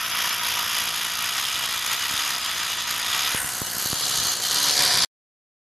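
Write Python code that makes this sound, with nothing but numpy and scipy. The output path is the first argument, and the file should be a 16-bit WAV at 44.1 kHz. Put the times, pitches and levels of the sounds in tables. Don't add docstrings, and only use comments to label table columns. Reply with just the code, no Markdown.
import sys
import numpy as np
from scipy import signal
from scipy.fft import rfft, irfft
from scipy.io import wavfile
from scipy.ndimage import uniform_filter1d

SR = 44100
rng = np.random.default_rng(int(sys.argv[2]) if len(sys.argv) > 2 else 0)


def generate_wav(signal):
    frames = np.transpose(np.atleast_2d(signal))
    scaled = np.clip(frames, -1, 1) * 32767
    pcm = np.round(scaled).astype(np.int16)
    wavfile.write(sys.argv[1], SR, pcm)


def volts(x):
    e = np.asarray(x, float) / 20
    return 10 ** e


N = 247842

# time in seconds, level in dB.
TOOL_LEVEL = [(0.0, -27), (0.25, -22.5), (0.8, -25), (1.1, -26), (1.7, -26), (2.25, -24), (2.6, -26),
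              (3.05, -26), (3.2, -22), (3.65, -28), (3.8, -25.5), (4.05, -23.5), (4.15, -22), (4.45, -22),
              (4.8, -19), (5.05, -19)]
# time in seconds, change in dB, half length in seconds.
BITES_AND_SKIDS = [(0.39, -4, 0.05), (0.782, 2.1, 0.062), (1.247, 2, 0.039), (1.381, 3, 0.027),
                   (1.809, -3, 0.028), (1.93, 2.4, 0.019), (2.08, -2.9, 0.02), (2.393, -2, 0.043),
                   (2.758, -2, 0.011), (2.85, -2.5, 0.011), (2.917, 1.6, 0.03), (4.382, -5, 0.042),
                   (4.485, -4, 0.015), (4.747, -3.5, 0.015)]
# start in seconds, length in seconds.
PUSH_EASES = [
    (1.2483, .1893),
    (1.9122, .3311),
    (3.0655, .3326),
    (3.7391, .3037),
    (4.42, .3838),
]
# time in seconds, direction (0 at the tool, 1 a little aside, 2 turned away,
# 3 along the bars, 4 at the window).
PHONE_SWING = [(0, 0), (1.6, 1.03), (2.5, 1), (3.3, 1), (3.5, 2.5), (3.72, 2.5), (4.0, 3), (4.45, 3),
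               (4.7, 3.5), (5.1, 5)]
# 0.8-2.5 kHz in dB, 7-13 kHz in dB, below 0.8 kHz in dB.
BAND_SHARES = [
    (-4.5, -7.5, -17.5),
    (-7, -10, -19.5),
    (-8, -4, -19),
    (-12, -8, -19),
    (-9, -8.5, -18),
]
# frequency in Hz, level in dB.
COLOUR_FACING = [(470, -47), (800, -23), (943, -2), (1140, -5), (1220, -2), (1680, -6), (2380, -5.5),
                 (2590, -3), (3310, -0.5), (4230, -11.5), (4930, -3), (6690, -10), (8070, -26),
                 (11200, -10), (13200, -15)]
COLOUR_ASIDE = [(470, -44), (800, -10), (1230, -4), (1560, -7), (1930, -4.5), (2170, -8), (2380, -5.5),
                (3510, -1), (4540, -10), (4930, -1), (5540, -11), (6530, -6), (7700, -12.5), (12200, -8),
                (13200, -15.5)]
COLOUR_AWAY = [(470, -39), (800, -11.5), (1060, 0.5), (1150, -14), (1440, 2), (2020, -4.5), (2350, -12.5),
               (2910, -8), (3270, -13.5), (3990, -11), (10900, -6), (12600, -6), (13200, -8.5)]
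COLOUR_BARS = [(470, -44), (800, -10), (1260, -7), (1460, -7.5), (1680, -7), (2020, -11), (2590, -13.5),
               (3050, -4), (3720, -8), (4230, -1), (5540, -10), (6380, -3.5), (7790, -10.5), (12200, -10.5),
               (13200, -12)]
COLOUR_WINDOW = [(470, -43), (800, -15.5), (838, -18.5), (943, -5.5), (1230, -12), (1710, -6.5),
                 (2170, -10), (2380, -10.5), (2770, -16), (3120, -8.5), (4870, -3), (5290, -6.5),
                 (7010, -14), (12600, -16), (13200, -26)]
# frequency in Hz, level per Hz in dB.
BASS_AT_TOOL = [(21, -42.5), (35, 2), (112, -0.5), (405, -6.5), (493, -3), (608, -8), (711, 8.5), (800, -6),
                (1040, -32), (1760, -120)]
BASS_AT_WINDOW = [(21, -50.5), (35, -19), (81, -2), (237, -11), (277, -10), (562, -7), (616, -14.5),
                  (800, -2), (1040, -31), (1760, -120)]
# time in seconds, half length in seconds, frequency in Hz,
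# glide in Hz per second, lift in dB.
EDGE_GLINTS = [(3.27, .09, 12000, -3000, 3.5), (3.43, .11, 4900, -11000, -3.5),
               (3.37, .07, 9700, -14000, 9), (3.64, .04, 10400, 6000, -3), (3.791, .11, 11900, 7000, 4.5),
               (4.989, .11, 12900, -0.5, -9)]
# frequency in Hz, level in dB.
GRIND_COLOUR = [(60, 0.5), (500, 1), (1500, 8.5), (4000, 0.5), (7000, 6.5), (12000, 1.5)]
STRIKE_COLOUR = [(60, -30.5), (500, -36.5), (1500, -8.5), (4000, -13.5), (7000, 1), (12000, 1.5)]
TICK_COLOUR = [(60, -40), (2000, -30), (5000, -12), (8000, -7), (12000, -1.5)]
RAM_COLOUR = [(60, -27.5), (500, 5), (1500, -18), (3000, -6.5), (6000, -4), (12000, -6)]
WALL_COLOUR = [(60, -33.5), (400, 2.5), (900, -8), (1300, 2.5), (2500, -10), (5000, -18), (12000, -28.5)]
THUD_COLOUR = [(60, -14), (130, -3), (250, -4), (450, -1.5), (700, 1), (850, -6), (1100, -14), (2000, -30)]
# frequency in Hz, level in dB, time to fall 60 dB in seconds.
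BODY_RINGS = [(542, -5, 0.053), (638, -2.5, 0.081), (670.7, 4.5, 0.064), (978.4, 5, 0.11),
              (1225, -9.5, 0.059), (1259, -2.5, 0.17), (1390, 0, 0.05), (1584, 0.5, 0.035),
              (1940, -13, 0.15), (1956, 0.5, 0.23), (2380, -4, 0.04), (2427, 5, 0.14), (2810, -8.5, 0.13),
              (2954, 4, 0.28), (3265, 6, .06), (3413, 4.5, 0.071), (3634, -17.5, 0.1), (4800, 12.5, 0.089),
              (6600, 5.5, 0.034)]
# overtone of the blow rate, level under the tool in dB,
# extra level near the window in dB.
GEAR_LINES = [(1, -36, -4), (2, -34, 1), (4, -33, 4), (6, -34, 6), (8, -31, 11), (11, -31, 2)]
# time in seconds, signed peak, push length in milliseconds.
FINGER_KNOCKS = [(2.112, 0.035, 0.67), (2.140, 0.055, 1), (3.348, -0.13, 0.54), (3.446, 0.059, 0.88),
                 (3.618, -0.14, 0.52), (3.769, .045, 0.62), (3.784, 0.021, 1), (3.859, -0.085, 0.47),
                 (3.903, 0.04, 1.2), (3.931, 0.18, 0.7), (4.179, -0.047, 0.9), (4.189, 0.064, 1.9),
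                 (4.207, -0.035, 1.2), (4.229, 0.045, 0.77), (4.254, 0.039, 0.87), (4.27, -0.034, 0.64),
                 (4.782, -0.013, 1), (4.949, 0.044, 2), (5.026, -0.022, 0.63)]
# time in seconds, level in dB.
FRAME_LEVEL = [(3.05, -63), (3.15, -47), (3.6, -54), (3.8, -47.5), (4.3, -46.5), (4.75, -41.5), (4.9, -32),
               (5.0, -38.5), (5.05, -43.5)]
# centre in seconds, length in seconds, lowest frequency in Hz.
TREBLE_SWAPS = [(0.055, .03, 5500), (0.131, .05, 4240), (0.312, 0.037, 5560), (0.409, 0.046, 4200),
                (1.892, 0.032, 4400), (1.977, 0.026, 4200), (2.425, 0.022, 4130), (2.485, 0.028, 4350),
                (2.556, 0.037, 6200), (2.618, 0.023, 5130), (2.789, 0.019, 6200), (2.853, .025, 4230),
                (3.337, 0.041, 7400), (3.449, 0.028, 4970), (3.633, 0.053, 4740), (3.683, 0.021, 4170),
                (3.97, 0.048, 4830), (4.038, 0.046, 4170), (4.133, 0.026, 5800), (4.217, 0.032, 4000),
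                (4.296, 0.039, 4800), (4.389, .03, 5060), (4.729, 0.029, 5500), (4.901, 0.025, 5040),
                (5.01, 0.023, 4400), (5.045, 0.031, 5430)]

LOADED_PER_S, FREE_PER_S = 56.91, 73.89


def evened(x):
    return x / np.sqrt(np.mean(abs(x) ** 2) + 1e-20)


def read(points, hz):
    f, value = np.transpose(points)
    return np.interp(np.log(hz + 1), np.log(f + 1), value)


def coloured(x, points):
    hz = np.fft.rfftfreq(N, 1 / SR)
    return irfft(rfft(evened(x)) * volts(read(points, hz)), N)


def clicks(turns, spread_db, jitter_ms):
    at = np.flatnonzero(np.diff(np.floor(turns)))
    chance = rng.standard_normal((len(at), 2))
    late = (chance[:, 0] * jitter_ms * SR / 1000).astype(int)
    out = np.zeros(N)
    out[np.clip(at + late, 0, N - 1)] = volts(spread_db * chance[:, 1])
    return out


def burst(train, rise_ms, fall_ms):
    ms = np.arange(1500) / SR * 1000
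    shape = (1 - np.exp(-ms / rise_ms)) * np.exp(-ms / fall_ms)
    return signal.oaconvolve(train, shape)[:N] * rng.standard_normal(N)


def blow_rate(t):
    speed_up_s, bog_down_s = .1134, .1572
    run_up = 0
    for start, length in PUSH_EASES:
        climb = 1 - np.exp(-np.clip(t - start, 0, length) / speed_up_s)
        run_up = run_up + climb * np.exp(-np.maximum(t - start - length, 0) / bog_down_s)
    return LOADED_PER_S + (FREE_PER_S - LOADED_PER_S) * run_up


def level_db(t):
    bites = sum(db * np.exp(-((t - s) / half) ** 2) for s, db, half in BITES_AND_SKIDS)
    return np.interp(t, *np.transpose(TOOL_LEVEL)) + bites


def frame():
    frame_hz, off_tune_db, travel_s = 731.6, -3.5, .012
    ring = signal.lfilter(*signal.iirpeak(frame_hz, 60, SR), rng.standard_normal(N))
    t = np.arange(N) / SR
    s, near_db = np.transpose(FRAME_LEVEL)
    off_tune = np.sin(np.pi * frame_hz / blow_rate(t - travel_s)) ** 2
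    return evened(ring) * volts(np.interp(t, s, near_db, left=-90) + off_tune_db * off_tune)


def knocks():
    out = np.zeros(N)
    ms = np.arange(900) / SR * 1000
    for s, peak, length_ms in FINGER_KNOCKS:
        u = ms / length_ms * 0.82
        push = 2.42 * u * np.exp(-u)
        hard_edge = 0.79 * (ms < .25 * length_ms ** -1) * (length_ms < .9)
        start = round((s - length_ms / 1000) * SR)
        out[start:][:900] += peak * (push + hard_edge)
    return signal.lfilter(*signal.butter(2, 95, "high", fs=SR), out)


def gears():
    load_damps_db = -7
    t = np.arange(N) / SR
    rate = blow_rate(t)
    load = (FREE_PER_S - rate) / (FREE_PER_S - LOADED_PER_S)
    turns = np.cumsum(rate) / SR
    near_window = np.clip(np.interp(t, *np.transpose(PHONE_SWING)) - 2, 0, 2) / 2
    wavers_db = [1.6 * evened(uniform_filter1d(rng.standard_normal(N), size=5000)) for _ in GEAR_LINES]
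    lines = 0
    for (overtone, db, extra_db), waver_db in zip(GEAR_LINES, wavers_db):
        line = np.cos(2 * np.pi * (overtone * turns + rng.random()))
        lines = lines + volts(db + extra_db * near_window + waver_db) * line
    return np.sqrt(2) * lines * volts(level_db(t) + load_damps_db * load)


def body_rings():
    s = np.arange(5000) / SR
    return sum(volts(db - 60 * s / t60) * np.sin(2 * np.pi * hz * s) for hz, db, t60 in BODY_RINGS)


def grind(ram_turns, rings):
    chatter_db = 1.01 * evened(uniform_filter1d(rng.standard_normal(N), 300))
    settle_db = -4.5 * (ram_turns % 1) ** 2
    grit = volts(chatter_db + settle_db) * rng.standard_normal(N)
    return evened(grit) + 0.13 * evened(signal.oaconvolve(grit, rings)[:N])


def thud(wall_turns):
    eased_thud = .3
    rate = blow_rate(np.arange(N) / SR)
    push = -clicks(wall_turns, spread_db=1.3, jitter_ms=.06)
    push = push * np.interp(rate, [LOADED_PER_S, FREE_PER_S], [1, eased_thud])
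    hz = np.fft.rfftfreq(N, 1 / SR)
    bending = np.exp(-2j * np.pi * (.15 * np.sqrt(hz) - .0034 * hz))
    edge_echo = 1 + .5 * np.exp(-2j * np.pi * hz * .0058)
    return irfft(rfft(push) * bending * edge_echo, N)


def wall(wall_turns, rings):
    s = np.arange(5000) / SR
    crack = 0.25 * rng.standard_normal(len(s)) * np.exp(-s / 0.0031)
    train = clicks(wall_turns, spread_db=2.5, jitter_ms=0.055)
    return signal.oaconvolve(train, crack + 0.025 * rings)[:N]


def ram(ram_turns):
    return burst(clicks(ram_turns, spread_db=3.0, jitter_ms=0.28), rise_ms=0.27, fall_ms=0.53)


def tick(blows):
    return burst(blows ** 3.4, rise_ms=.1, fall_ms=.35)


def strike(blows):
    return burst(blows, rise_ms=.3, fall_ms=0.78) + 0.37 * burst(blows, rise_ms=0.82, fall_ms=2.9)


def drill():
    first_turn, strike_lead, ram_lead, wall_lead = .158, .115, .39, .085
    turns = np.cumsum(blow_rate(np.arange(N) / SR)) / SR + first_turn
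    ram_turns, wall_turns = turns + ram_lead, turns + wall_lead
    blows = clicks(turns + strike_lead, spread_db=1.0, jitter_ms=0.16)
    rings = body_rings()
    out = coloured(strike(blows), STRIKE_COLOUR)
    out += coloured(ram(ram_turns), RAM_COLOUR)
    out += coloured(wall(wall_turns, rings), WALL_COLOUR)
    out += coloured(thud(wall_turns), THUD_COLOUR)
    out += coloured(tick(blows), TICK_COLOUR)
    out += coloured(grind(ram_turns, rings), GRIND_COLOUR)
    return out


def above_bass_evened(shape, hz):
    return shape / np.sqrt((shape[hz > 800] ** 2).sum(0))


def as_heard(x):
    hz, t, z = signal.stft(x, SR, nperseg=1024, noverlap=768)
    usual = np.sqrt(np.mean(abs(z) ** 2, 1))
    z = z / uniform_filter1d(usual, size=15)[:, None]

    turn = np.clip(np.interp(t, *np.transpose(PHONE_SWING)), 0, 4)
    weights = [np.maximum(1 - abs(turn - k), 0) for k in range(5)]
    colours = COLOUR_FACING, COLOUR_ASIDE, COLOUR_AWAY, COLOUR_BARS, COLOUR_WINDOW
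    shape = volts(sum(read(c, hz)[:, None] * w for c, w in zip(colours, weights)))
    low, inside = hz < 800, np.clip(turn - 2, 0, 1)
    bass_db = np.outer(read(BASS_AT_TOOL, hz[low]), 1 - inside)
    bass_db += np.outer(read(BASS_AT_WINDOW, hz[low]), inside)
    shape[low] = volts(bass_db)
    for s, half, glint_hz, glide, glint_db in EDGE_GLINTS:
        off_hz = hz[:, None] - glint_hz - glide * (t - s)
        shape *= volts(glint_db * np.exp(-((t - s) / half) ** 2 - (off_hz / 900) ** 2))

    steady = [0.12, .15, .4]
    shares_db = np.transpose(BAND_SHARES) @ weights - np.outer(steady, level_db(t) + 26)
    shape = above_bass_evened(shape, hz)
    lift_db = 0
    for (lo, hi), share_db in zip([(800, 2500), (7000, 13300), (0, 800)], shares_db):
        band = (hz >= lo) & (hz < hi)
        missing_db = share_db - 10 * np.log10((shape[band] ** 2).sum(0))
        lift_db = lift_db + band[:, None] * missing_db
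    shape = uniform_filter1d(shape * volts(lift_db), size=2, axis=0)
    shape = above_bass_evened(shape, hz)

    patches = uniform_filter1d(rng.standard_normal(z.shape), 18, 0)
    patches = evened(uniform_filter1d(patches, 9, 1))
    out = signal.istft(z * shape * volts(0.86 * patches), SR, nperseg=1024, noverlap=768)[1][:N]
    return evened(out) * volts(level_db(np.arange(N) / SR))


def scene():
    mono = as_heard(drill()) + knocks() + frame() + gears()
    return np.tile(mono, (2, 1))


def swap_treble(x):
    hz, t, z = signal.stft(x, SR, nperseg=1024, noverlap=768)
    swap = np.zeros(z.shape)
    for s, length, lo_hz in TREBLE_SWAPS:
        fade = np.clip(1.4 - abs(t - s) / length * 2.53, 0, 1)
        swap = np.maximum(swap, np.outer((hz > lo_hz) & (hz < 13200), fade))
    power = uniform_filter1d(uniform_filter1d(abs(z) ** 2, 12, 0), 5, 1)
    size = np.sqrt(power / 2) * swap
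    a, b, c, d = rng.standard_normal((4,) + z.shape)
    mid = np.sqrt(1 - swap ** 2) * z + 1.19 * size * (a + 1j * b)
    side = 1.5 * size * (c + 1j * d)
    return signal.istft(np.array([mid + side, mid - side]), SR, nperseg=1024, noverlap=768)[1][:, :N]


def band_limit(x):
    edge_hz = 13040
    points_hz = [0, edge_hz, edge_hz + 150, edge_hz + 400, SR / 2]
    edge = signal.firwin2(801, points_hz, volts(np.array([-0.5, 0.5, -34.5, -74, -100])), fs=SR)
    x = signal.oaconvolve(x, edge[None], "same")
    return x - .15 * x ** 3


def cut_off(x):
    after = np.arange(N) / SR - 5.0492
    smear_s = [-.0004, .0004, .005, .0095, .013, .022, .05]
    smear_db = np.interp(after, smear_s, [0, -40, -46, -34, -50, -66, -100])
    return x * volts(smear_db) * (after < .1)


def low_pass(x):
    return signal.sosfilt(signal.butter(12, 13950, fs=SR, output="sos"), x)


def record(dry):
    mix = cut_off(band_limit(swap_treble(dry[0])))
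    return low_pass(mix)


dry = scene()
out = record(dry)
generate_wav(out)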